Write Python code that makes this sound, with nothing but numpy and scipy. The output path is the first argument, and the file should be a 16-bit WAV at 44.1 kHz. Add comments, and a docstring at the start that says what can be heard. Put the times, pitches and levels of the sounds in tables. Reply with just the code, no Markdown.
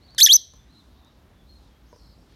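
"""A lovebird on a wooden nest box, close by, gives a two-part chirp that jumps between three registers:
a sum of harmonics shaped by a throat response, with a flutter in pitch and level.
The garden echoes it as decaying noise tails; a foot, beak and claws excite damped modes.
Far off, other birds whistle (arched glides) and buzz (random fast sweeps).
Filtered noise gives traffic rumble and insect hiss; a gain control ducks the sound during and after the call."""
import sys
import numpy as np
from scipy import signal
from scipy.fft import rfft, irfft
from scipy.io import wavfile
from scipy.ndimage import uniform_filter1d, minimum_filter1d

SR = 44100
rng = np.random.default_rng(int(sys.argv[2]) if len(sys.argv) > 2 else 0)


def master_out(mix):
    """Clip the mix to full scale and print it as 16-bit PCM to the path in sys.argv[1]."""
    frames = np.transpose(np.atleast_2d(mix))
    ceiling = np.clip(frames, -1, 1)
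    pcm = np.round(ceiling * 32767).astype(np.int16)
    wavfile.write(sys.argv[1], SR, pcm)


N = 103635
T = np.arange(N) / SR
NYQUIST_GUARD_HZ = .45 * SR


def undb(db):
    """Level in dB to amplitude ratio."""
    return 10 ** (np.asarray(db) / 20)


def level(x, db):
    """Scales a signal to a given RMS level in dB."""
    return x * undb(db) / np.sqrt(np.mean(x ** 2))


def on_log(hz, table):
    """Interpolates a (f/Hz, level/dB) response along a logarithmic frequency axis."""
    f, db = np.array(table).T
    return np.interp(np.log(np.maximum(hz, 1)), np.log(f), db)


def walk(rate_hz):
    """Smooth random wander of unit RMS: white noise averaged twice over 1 / rate_hz."""
    k = max(int(SR / rate_hz), 1)
    smooth = uniform_filter1d(uniform_filter1d(rng.standard_normal(N), k), k)
    return level(smooth, 0)


def band(x, lo_hz, hi_hz):
    """Band-pass filtering by a Butterworth response."""
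    edges = [lo_hz, min(hi_hz, NYQUIST_GUARD_HZ)]
    return signal.sosfilt(signal.butter(2, edges, "band", fs=SR, output="sos"), x)


def noise_band(lo_hz, hi_hz):
    """Band-limited Gaussian noise."""
    return band(rng.standard_normal(N), lo_hz, hi_hz)


def sine(hz):
    """A sinusoid whose phase is the running integral of its frequency."""
    return np.sin(2 * np.pi * np.cumsum(hz) / SR)


def echo(x, t60_s, wet_db, dull_hz):
    """Diffuse reflection from leaves and walls: convolution with a decaying noise tail of unit energy."""
    t = T[:SR]
    onset = np.clip(t / .004, 0, 1)
    tail = band(rng.standard_normal(SR), 200, dull_hz) * 1000. ** (-t / t60_s) * onset
    tail = tail / np.sqrt(np.sum(tail ** 2))
    return undb(wet_db) * signal.fftconvolve(x, tail)[:N]


def strike(events, modes):
    """Modal superposition: each impact rings the same damped modes, slightly detuned."""
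    out = np.zeros(N)
    detune = 1 + .038 * rng.standard_normal((len(events), len(modes)))
    for (start, db), ratios in zip(events, detune):
        t = np.maximum(T - start, 0)
        for (hz, mode_db, t60_s), ratio in zip(modes, ratios):
            ring = np.sin(2 * np.pi * hz * ratio * t)
            out += undb(db + mode_db) * ring * 1000. ** (-t / t60_s)
    return out


def lovebird():
    """Source-filter voice: throat-weighted harmonics, with a slower membrane modulating pitch and level."""
    # the chirp, one list per stretch in a register:
    # t/s, fundamental f/Hz, level/dB, harmonic fall/(dB per octave), flutter depth (0-1)
    chirp_path = [
        [(.180, 2110, -25, -10.5, 0), (.184, 1830, -14.5, -11, 0.01), (.188, 1537, -15.5, -8, 0.01),
         (.192, 1541, -14, -6.5, 0), (.196, 1790, -15.5, -10, 0.08), (.201, 1722, -12.5, -10, 0.01),
         (.205, 2150, -10.5, -7, 0.08), (.2078, 2661, -17.5, -12.5, 0.01)],
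        [(.2085, 3084, -18, -15, 0.05), (.211, 3390, -3.5, -11, 0.01), (.216, 3733, -9, -10, 0),
         (.219, 3804, -4.5, -14.5, 0.1), (.224, 4104, -3, -22.5, 0.13), (.229, 4412, -4.5, -16.5, .06),
         (.2315, 4650, -6, -11.5, .1)],
        [(.2325, 6058, -3, -23.5, .22), (.241, 6150, 2, -20, 0.2), (.249, 5957, -3.5, -16.5, 0.2),
         (.255, 5729, 4.5, -13, 0.2), (.2575, 5514, -14.5, -11.5, .3), (.261, 5073, -10.5, -13, 0.2)],
        [(.2625, 3700, -4, -16.5, 0.02), (.265, 3268, -4.5, -15.5, 0), (.2675, 3400, -10, -15, 0.03),
         (.2685, 3497, -33, -12.5, 0)],
        [(.269, 1904, -22.5, -10.5, 0), (.271, 1836, -9, -11.5, 0.08), (.277, 1680, -14.5, -10, 0),
         (.281, 1689, -23, -16, 0), (.284, 2000, -22, -19.5, 0), (.2868, 2648, -23, -18.5, 0)],
        [(.288, 2920, -21.5, -22, 0.02), (.293, 3038, -11, -22, 0.04), (.301, 3212, -6.5, -22, 0.03),
         (.31, 3348, -5.5, -16.5, 0.08), (.318, 3743, -6.5, -15, 0.1), (.324, 3970, -3.5, -20.5, 0.2),
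         (.331, 4480, -7.5, -14.5, 0.31)],
        [(.3335, 5760, -8, -15.5, 0.4), (.337, 5924, -2.5, -19, 0.16), (.343, 6068, -5, -28, 0.3),
         (.35, 5944, -6.5, -34, .07), (.359, 6175, -4, -26.5, 0.11), (.364, 6030, -7, -18, 0.05),
         (.367, 5350, -9.5, -24.5, 0.07), (.3695, 4930, -28.5, -19, 0.08)],
    ]
    # throat response: f/Hz, level/dB
    throat = [(1500, -22.5), (2300, -20), (3400, -1.5), (4700, -2.5), (5800, 2), (7500, -4), (9500, 0),
              (11000, 1.5), (12500, 12), (14000, 0.5), (16500, -16.5)]
    flutter_hz, flutter_wander = 285, .16
    flutter_swing, jitter = .11, .002  # shares of the pitch
    upper_fall_db = -5  # extra fall per harmonic above the fifth
    rasp_db, puff_db = -36.5, -52  # relative to the voice before its level contour
    edge_s = .0008

    s, hz, db, fall_db, flutter = np.vstack(chirp_path).T
    s = np.maximum.accumulate(s + 1e-6 * np.arange(len(s)))
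    hz, db, fall_db, flutter = (np.interp(T, s, v) for v in (hz, db, fall_db, flutter))

    beat = np.clip(flutter, 0, 1) * sine(flutter_hz * (1 + flutter_wander * walk(67)))
    hz = hz * (1 + jitter * walk(800) + flutter_swing * beat)
    phase = 2 * np.pi * np.cumsum(hz) / SR

    k = np.arange(1, 11)[:, None]  # harmonic number
    source_db = fall_db * np.log2(k) + upper_fall_db * np.maximum(k - 5, 0)
    gain = undb(source_db + on_log(k * hz, throat)) * (k * hz < NYQUIST_GUARD_HZ)
    # dividing by the summed harmonic power leaves the level to the contour alone
    voice = np.sum(gain * np.sin(k * phase), axis=0) / np.sqrt(np.sum(gain ** 2, axis=0) / 2)

    rasp = level(noise_band(2900, 14000), rasp_db)
    puff = level(noise_band(300, 1500), puff_db)
    edges = np.clip(np.minimum(T - s[0], s[-1] - T) / edge_s, 0, 1)
    return (voice * (1 + beat) + rasp + puff) * undb(db) * edges


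def garden_echo(bird):
    """Reverberation as the sum of a short decay and a fainter, longer, duller one."""
    early = echo(bird, t60_s=.11, wet_db=-24, dull_hz=10000)
    late = echo(bird, t60_s=.4, wet_db=-28.5, dull_hz=8000)
    return early + late


def foot_on_wood():
    """Impact excitation of wood: a few low damped modes."""
    # foot taps: t/s, level/dB
    taps = [(.537, -66), (1.929, -53), (1.962, -64)]
    # wood modes: f/Hz, relative level/dB, t60/s
    wood_modes = [(489.3, 8, 0.066), (594, 7, 0.062), (1013.3, 7, 0.058), (1357, -7, .02)]
    return strike(taps, wood_modes)


def beak_and_claw():
    """Impact excitation by hard, light contacts: heavily damped modes up to high frequencies."""
    # ticks: t/s, level/dB
    ticks = [(.106, -68), (.148, -54), (.537, -59), (1.048, -65), (1.928, -69), (1.962, -69),
             (2.325, -69.5)]
    # tick modes: f/Hz, relative level/dB, t60/s
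    tick_modes = [(1100, 14.5, 0.0054), (1600, 1, 0.0146), (5830, 10, .006), (6710, 7, 0.0073),
                  (9050, 0.5, .006), (9440, 3, .008), (13000, -6, .005)]
    return strike(ticks, tick_modes)


def far_whistles():
    """Frequency modulation of pure tones: each pitch follows an arch, with a shared random warble."""
    # t/s, length/s, start f/Hz, turning f/Hz, end f/Hz, share of length before the turn, level/dB
    whistles = [(.01, 0.081, 3780, 4510, 4320, 0.52, -61.5), (0.078, 0.1, 3795, 4570, 3550, 0.53, -55.5),
                (.585, 0.021, 3475, 3500, 3400, 0.6, -62), (.68, 0.085, 3700, 4147, 4050, .6, -65.5),
                (.74, 0.074, 3650, 4106, 3407, 0.61, -59.5), (0.961, .07, 3460, 3820, 3750, .6, -68.5),
                (1.018, 0.084, 3400, 3830, 3300, 0.776, -65.5), (1.329, 0.062, 3400, 3500, 3350, .5, -77.5),
                (1.389, .028, 3420, 3520, 3250, .6, -62.5), (1.465, .085, 3790, 4220, 4037, .5, -64),
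                (1.542, 0.047, 3826, 4230, 3740, .5, -64.5), (1.601, 0.045, 4100, 4150, 3650, 0.33, -69.5),
                (1.645, 0.038, 3486, 3800, 3500, 0.565, -69.5), (1.7, .075, 3343, 3200, 3400, 0.515, -73),
                (2.16, .05, 4300, 5500, 5350, 0.82, -72), (2.2, .04, 5350, 5196, 3950, .1, -71)]
    out = np.zeros(N)
    warble = 1 + .012 * walk(150)
    for start, length, hz0, hz1, hz2, turn, db in whistles:
        u = np.clip((T - start) / length, 0, 1)  # progress through the note
        before = np.clip(1 - u / max(turn, .05), 0, 1)
        after = np.clip((u - turn) / max(1 - turn, .05), 0, 1)
        hz = hz1 - (hz1 - hz0) * before ** 2 - (hz1 - hz2) * after ** 1.5
        envelope = np.abs(np.sin(np.pi * u)) ** .3 * (u > 0) * (u < 1)
        out += undb(db) * envelope * sine(hz * warble)
    return out * undb(1.6 * walk(90))


def far_buzz():
    """Random frequency modulation: fast bounded sweeps spread one tone into a buzz."""
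    # t/s, centre f/Hz, level/dB
    buzz_path = [(1.83, 5010, -85.5), (1.86, 5240, -71), (1.89, 6000, -72), (1.94, 5600, -65),
                 (2.0, 5000, -63), (2.06, 4677, -63.5), (2.13, 4555, -64), (2.17, 4520, -74),
                 (2.19, 4533, -92.5)]
    sweep_rate_hz, sweep_limit_hz = 400, 748
    s, hz, db = np.array(buzz_path).T
    hz = np.interp(T, s, hz) + sweep_limit_hz * np.tanh(walk(sweep_rate_hz))
    return undb(np.interp(T, s, db, -150, -150)) * sine(hz)


def far_birds():
    """Distance as a low direct-to-reverberant ratio: a strong echo blurs whistles and buzz."""
    song = far_whistles() + far_buzz()
    return song + echo(song, t60_s=.3, wet_db=-5, dull_hz=9000)


def air():
    """Spectrally shaped noise: rumble and leaf hiss in overlapping octave bands that flicker separately."""
    # spectral density shape: f/Hz, level/(dB per Hz)
    air_shape = [(25, -6.5), (76, -4.5), (110, -8.5), (181, -12), (265, -13), (468, -21), (946, -24.5),
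                 (1500, -29.5), (2580, -34), (3880, -31.5), (5500, -36.5), (7850, -42.5), (12400, -45.5),
                 (16300, -51)]
    air_db, bass_cut_hz = -56.5, 48
    swell_db, flicker_db = -.1, 1.93  # RMS excursions, shared by all bands and separate in each
    f = np.maximum(np.fft.rfftfreq(N, 1 / SR), 1)
    bass_cut = 1 / (1 + (bass_cut_hz / f) ** 4)
    spectrum = rfft(rng.standard_normal(N)) * undb(on_log(f, air_shape)) * bass_cut
    swell = walk(2)
    out = np.zeros(N)
    for octave in range(4, 16):  # centres at 2 ** octave Hz
        share = np.clip(1 - np.abs(np.log2(f) - octave), 0, 1)
        out += irfft(spectrum * share, N) * undb(swell_db * swell + flicker_db * walk(10))
    return level(out, air_db)


def drone():
    """Narrow-band noise: a low drone whose bandwidth sets its slow beating."""
    centre_hz, width_hz = 58, 22
    return level(noise_band(centre_hz - width_hz / 2, centre_hz + width_hz / 2), -56.5)


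def insect():
    """Narrow-band noise with random amplitude modulation: a thin, high hiss."""
    centre_hz, width_hz = 12200, 350
    hiss = noise_band(centre_hz - width_hz / 2, centre_hz + width_hz / 2)
    return level(hiss, -84.5) * undb(2.5 * walk(15))


def scene():
    """Linear superposition of all sources in one channel."""
    bird = lovebird()
    near = bird + garden_echo(bird) + foot_on_wood() + beak_and_claw()
    background = far_birds() + air() + drone() + insect()
    return (near + background)[None]


def record(dry):
    """Level-dependent gain with hold, then peak limiting and a steep low-pass filter."""
    duck_above_db, duck_db, duck_hold_s, duck_slew_s = -20, -4, .168, .004
    limit, limit_s = .86, .003
    top_hz = 16380
    hold, span = int(duck_hold_s * SR), int(limit_s * SR)

    quiet = (np.abs(dry[0]) < undb(duck_above_db)) * 1.
    # the shifted window looks back, so the gain stays down for the hold time after a loud sample
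    quiet = minimum_filter1d(quiet, size=hold, origin=(hold - 1) // 2)
    duck = 1 - uniform_filter1d(quiet, size=int(duck_slew_s * SR))
    ducked = dry[0] * undb(duck_db * duck)

    peak_gain = limit / np.maximum(np.abs(ducked), limit)
    peak_gain = minimum_filter1d(peak_gain, size=2 * span + 1)
    limited = ducked * uniform_filter1d(uniform_filter1d(peak_gain, size=span), size=span)
    top_cut = signal.ellip(14, .2, 110, top_hz, fs=SR, output="sos")
    return signal.sosfilt(top_cut, limited)[None]


dry = scene()
out = record(dry)
master_out(out)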